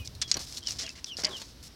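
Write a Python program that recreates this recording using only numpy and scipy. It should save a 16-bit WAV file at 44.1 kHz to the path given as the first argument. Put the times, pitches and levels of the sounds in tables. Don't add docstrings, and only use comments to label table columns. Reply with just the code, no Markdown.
import sys
import numpy as np
from scipy import signal
from scipy.fft import rfft, irfft, next_fast_len
from scipy.io import wavfile

SR = 44100
rng = np.random.default_rng(int(sys.argv[2]) if len(sys.argv) > 2 else 0)


def int16_out(signal):
    q = np.round(np.clip(np.atleast_2d(signal).T, -1, 1) * 32767)
    wavfile.write(sys.argv[1], SR, q.astype(np.int16))


N = 77175
TIME = np.arange(N) / SR
HIT_TIME = TIME[:SR // 10]
BRUSH_ATTACK_S, BRUSH_RELEASE_S = 0.0029, 0.012

# frequency_hz, gain_db
GRIT_SPECTRUM = [(300, -43), (1200, -20.5), (2000, -16), (2600, -14.5), (3600, -6.5), (5300, 0.5),
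                 (7000, -9.5), (9000, -18), (12000, -41), (16000, -41)]
# frequency_hz, gain_db
SOFT_SPECTRUM = [(60, -10), (170, 2), (380, 0.5), (700, -1), (1100, -4), (1600, -8), (3000, -19.5),
                 (9000, -58)]


def from_db(db):
    return 10 ** (np.asarray(db) / 20)


def unit_rms(x):
    return x / np.sqrt(np.mean(x ** 2) + 1e-20)


def colour(x, spectrum):
    size = 2 * next_fast_len(len(x))
    hz, db = np.transpose(spectrum)
    grid_hz = np.maximum(np.arange(size // 2 + 1) * SR / size, 1)
    gain = from_db(np.interp(np.log(grid_hz), np.log(hz), db))
    cepstrum = irfft(np.log(gain))
    cepstrum[1:size // 2] *= 2
    cepstrum[size // 2 + 1:] = 0
    return irfft(rfft(x, size) * np.exp(rfft(cepstrum)))[:len(x)]


def resonance(x, hz, width_hz):
    r = np.exp(-np.pi * width_hz / SR)
    feedback = [1, -2 * r * np.cos(2 * np.pi * hz / SR), r * r]
    return signal.lfilter(np.array([1, 0, -1]) * (1 - r * r) / 2, feedback, x + 1e-18)


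def drift(rate_hz):
    return unit_rms(np.interp(TIME * rate_hz, np.arange(N), rng.standard_normal(N)))


def grains(spectrum, per_s=3500, spread_db=2.5):
    sizes = from_db(spread_db * np.minimum(rng.exponential(1, N), 4)) * rng.choice([-1, 1], N)
    impulses = sizes * (rng.random(N) < per_s / SR)
    return unit_rms(colour(impulses, spectrum))


def stroke(start_s, length_s, change_db, attack_s, release_s):
    t = TIME - start_s
    attack = np.clip(t / attack_s, 0, 1)
    hold = from_db(change_db * np.clip(t / length_s, 0, 1))
    return attack * hold * np.exp(-np.maximum(t - length_s, 0) / release_s)


def rubbing(strokes, main_spectrum, extra_spectrum, attack_s, release_s, flutter_db):
    main, extra = grains(main_spectrum), grains(extra_spectrum)
    out = 0
    for start_s, length_s, level_db, change_db, extra_db in strokes:
        envelope = from_db(level_db) * stroke(start_s, length_s, change_db, attack_s, release_s)
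        out += envelope * (main + from_db(extra_db) * extra)
    return out * from_db(flutter_db * (drift(rate_hz=190) - 1))


def burst(t60_s, t=HIT_TIME):
    noise = rng.standard_normal(len(t)) * from_db(-60 * t / t60_s)
    return noise / np.sqrt(np.sum(noise ** 2))


def placed(blow, start_s, level_db):
    scaled = from_db(level_db) * unit_rms(blow) * np.sqrt(0.002 / HIT_TIME[-1])
    return np.pad(scaled, (int(start_s * SR), N))[:N]


def background(air_db=-52.5):
    # frequency_hz, gain_db
    air_spectrum = [(20, -27), (55, 4), (130, -9), (190, -13), (250, -5.5), (400, -16), (800, -21),
                    (2500, -24.5), (4200, -19), (5500, -18.5), (6800, -30), (16000, -38)]
    # frequency_hz, gain_db
    rumble_spectrum = [(24, -13), (40, -18), (62, 0), (110, -3), (200, -15.5), (1500, -43.5)]
    # time_s, level_db
    rumble_levels = [(0, -35.5), (.04, -49.5), (.2, -49.5), (.44, -49.5), (.58, -62), (.75, -49.5),
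                     (.95, -66.5), (1.55, -59.5), (1.66, -49), (1.75, -79)]
    air = unit_rms(colour(rng.standard_normal(N), air_spectrum))
    rumble = unit_rms(colour(rng.standard_normal(N), rumble_spectrum))
    rumble_db = np.interp(TIME, *np.transpose(rumble_levels))
    return from_db(air_db) * air + from_db(rumble_db) * rumble


def peeps(turn_share=0.8, upturn_hz=170, edge_db=-15.5):
    # start_s, length_s, first_hz, lowest_hz, level_db, crest_share (of length)
    calls = [(-.03, 0.1, 2636, 2420, -50.5, 0.58), (-.03, 0.069, 3100, 2820, -48.5, 0.39),
             (0.207, 0.11, 3506, 3200, -44, 0.28), (0.619, 0.026, 3260, 3070, -45, 0.5),
             (0.64, 0.071, 3400, 2740, -41, 0.49), (0.831, 0.033, 3400, 3250, -43, .75),
             (0.853, 0.045, 3230, 2250, -42, 0.22), (0.895, 0.019, 2700, 2584, -43, 0.3),
             (1.059, 0.099, 3710, 2736, -38.5, 0.64), (1.294, 0.104, 3800, 2797, -38, 0.58)]
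    tone, octave = np.zeros((2, N))
    waver, flutter_db = drift(rate_hz=1100), 1.6 * drift(rate_hz=290)
    for start_s, length_s, first_hz, lowest_hz, level_db, crest_share in calls:
        progress = np.clip((TIME - start_s) / length_s, 0, 1)
        fall = np.minimum(progress / turn_share, 1) ** 1.25
        lift_hz = np.interp(progress, [turn_share, 1], [0, upturn_hz])
        pitch_hz = first_hz + (lowest_hz - first_hz) * fall + lift_hz
        jitter = 0.0084 + 0.16 * np.log2(first_hz / lowest_hz) * (1 - fall) ** 2
        phase = 2 * np.pi * np.cumsum(pitch_hz * (1 + jitter * waver)) / SR
        arch_db = np.interp(progress, [0, crest_share, 1], [edge_db, 0, edge_db])
        fade = np.clip(20 * np.minimum(progress, 1 - progress), 0, 1)
        swell = np.sqrt(2) * from_db(level_db + flutter_db + arch_db) * fade
        tone += swell * np.sin(phase)
        octave += swell * np.sin(2 * phase)
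    return tone + from_db(-0.5) * resonance(octave, hz=5480, width_hz=150)


def claw_scrapes():
    # start_s, length_s, level_db, change_db, dust_relative_db
    strokes = [(.045, 0.019, -47, 1, -8.5), (.275, 0.03, -43, 0.5, -31), (.39, 0.065, -38.5, -4.5, -11.5),
               (.465, 0.097, -46.5, 2.5, -10), (.565, 0.02, -41, 3, -10.5), (.64, 0.039, -52, 4.5, -25),
               (.678, 0.052, -34, -5.5, -13.5), (.732, 0.045, -52.5, 7.5, -15),
               (.785, 0.056, -31.5, -7.5, -20), (.848, 0.085, -51, -1, -14), (.952, 0.044, -51, 1, -19),
               (1.057, 0.041, -47, -2, -11.5), (1.169, 0.052, -38.5, -1.5, -15.5),
               (1.285, 0.079, -46.5, -1.5, -13.5), (1.364, 0.02, -44, 3, -12.5),
               (1.395, 0.13, -45, -15, -11), (1.625, 0.053, -48, -2.5, -6.5)]
    # frequency_hz, gain_db
    dust_spectrum = [(2000, -45), (6000, 7.5), (8000, 10), (10000, 8.5), (13000, 3.5), (16000, -5)]
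    return rubbing(strokes, GRIT_SPECTRUM, dust_spectrum, attack_s=0.004, release_s=0.0067, flutter_db=1)


def grit_clicks():
    # start_s, level_db
    slips = [(0.057, -40.5), (.5249, -37), (.607, -49), (0.63, -44), (0.6366, -40.5), (0.664, -39),
             (.686, -33), (.721, -33), (0.865, -33.5), (0.8923, -32.5), (0.9037, -41), (1.22, -38)]
    return sum(placed(colour(burst(t60_s=0.0084), GRIT_SPECTRUM), start_s, level_db)
               for start_s, level_db in slips)


def dust_spray(t60_s, band_hz=(9000, 12900)):
    return signal.sosfilt(signal.butter(2, band_hz, "band", fs=SR, output="sos"), burst(t60_s))


def stone_ticks(clatter_db=8.5, dull_hz=4040, dulling_s=0.0082):
    # start_s, level_db, ring_hz, clatter_t60_s, ring_gain_db
    contacts = [(0.0747, -31.5, 5000, 0.012, 7), (.151, -42, 4500, 0.07, 6), (.2161, -25, 6050, 0.0076, 2),
                (0.2189, -21.5, 5130, 0.032, -1), (.222, -26, 5200, 0.01, 9),
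                (0.2246, -23, 5100, 0.057, -12), (0.3145, -14.5, 5360, 0.0066, 14),
                (0.3149, -16.5, 6840, 0.014, 15), (.3187, -23, 4700, 0.074, -8),
                (0.342, -21.5, 6060, 0.069, 9.5), (0.369, -26, 4500, 0.066, 8),
                (0.572, -30.5, 4200, 0.0056, 25), (0.6709, -25.5, 5280, .008, 20),
                (0.673, -23.5, 5100, .012, 24), (0.7078, -26.5, 5240, 0.0071, 22),
                (1.0433, -27, 5230, 0.014, 10), (1.169, -29.5, 4950, 0.042, 13),
                (1.237, -25, 5770, 0.053, 20), (1.2470, -17.5, 5070, 0.0096, 13.5),
                (1.2506, -17, 5060, 0.024, 14), (1.268, -32.5, 2200, 0.033, 15),
                (1.417, -32.5, 4400, 0.064, -4)]
    # frequency_hz, gain_db
    modes = [(4150, -0.5), (4520, -3), (4700, -6), (5060, -0.5), (5470, -8), (5810, 2), (6610, -0.5),
             (6940, -7)]
    # frequency_hz, gain_db
    tick_spectrum = [(150, -28), (900, -17.5), (3000, -3), (4800, 0), (7200, -4), (8000, -5.5),
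                     (10500, -22.5), (16000, -57)]
    lowpass = signal.butter(2, dull_hz, fs=SR, output="sos")
    bright_share = np.exp(-(HIT_TIME / dulling_s) ** 2)
    out = 0
    for start_s, level_db, ring_hz, t60_s, ring_gain_db in contacts:
        clatter = from_db(clatter_db) * burst(t60_s)
        hit = bright_share * clatter + (1 - bright_share) * signal.sosfilt(lowpass, clatter)
        hit[0] = 1
        stone = hit + from_db(ring_gain_db) * resonance(hit, ring_hz, width_hz=530)
        shared_ring = sum(from_db(db) * resonance(stone, hz, width_hz=88) for hz, db in modes)
        out += placed(colour(stone + shared_ring, tick_spectrum), start_s, level_db)
        out += placed(dust_spray(t60_s=0.018), start_s, level_db=-54)
    return out


def feather_brushes():
    # start_s, length_s, level_db, change_db, rasp_relative_db
    strokes = [(.352, 0.061, -41, -10.5, -4.5), (.405, 0.18, -62, 2, -16), (.67, 0.095, -53, -2, -19),
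               (.787, 0.06, -51.5, 1.5, 3.5), (.875, 0.013, -65, -1.5, 19),
               (.952, 0.038, -64.5, -0.5, 11.5), (1.183, 0.036, -40, -8, -10), (1.233, 0.032, -43, 1.5, 6),
               (1.275, 0.067, -41.5, -7.5, -22), (1.34, 0.085, -59, 4, -8)]
    # frequency_hz, gain_db
    rasp_spectrum = [(600, -21), (1400, -8), (2000, 4), (2500, -4.5), (3050, 3.5), (3800, -12), (7000, -59)]
    return rubbing(strokes, SOFT_SPECTRUM, rasp_spectrum, BRUSH_ATTACK_S, BRUSH_RELEASE_S, flutter_db=1.5)


def earth_thuds(dust_relative_db=-9.5):
    # start_s, level_db, t60_s
    blows = [(0.369, -30.5, 0.037), (1.236, -37.5, 0.019), (1.4172, -44.5, 0.032)]
    out = 0
    for start_s, level_db, t60_s in blows:
        out += placed(colour(burst(t60_s), SOFT_SPECTRUM), start_s, level_db)
        out += placed(dust_spray(t60_s), start_s, level_db + dust_relative_db)
    return out


def hollow_tones():
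    # start_s, length_s, pitch_hz, level_db
    tones = [(0.837, 0.019, 651, -53.5), (1.24, 0.04, 615.6, -48.5), (1.291, 0.025, 384, -47.5),
             (1.296, 0.028, 1069, -55)]
    out = 0
    for start_s, length_s, pitch_hz, level_db in tones:
        envelope = from_db(level_db) * stroke(start_s, length_s, 0, BRUSH_ATTACK_S, BRUSH_RELEASE_S)
        out += np.sqrt(2) * envelope * np.sin(2 * np.pi * pitch_hz * TIME)
    return out


def pen_reflections(direct, t60_s=0.12, gain_db=-17.5):
    return from_db(gain_db) * signal.fftconvolve(direct, burst(t60_s, TIME))[:N]


def scene():
    birds = peeps() + claw_scrapes() + grit_clicks() + stone_ticks()
    birds += feather_brushes() + earth_thuds() + hollow_tones()
    return (birds + pen_reflections(birds) + background())[None]


def record(dry):
    return signal.sosfilt(signal.ellip(12, 0.1, 70, 16100, fs=SR, output="sos"), dry)


dry = scene()
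out = record(dry)
int16_out(out)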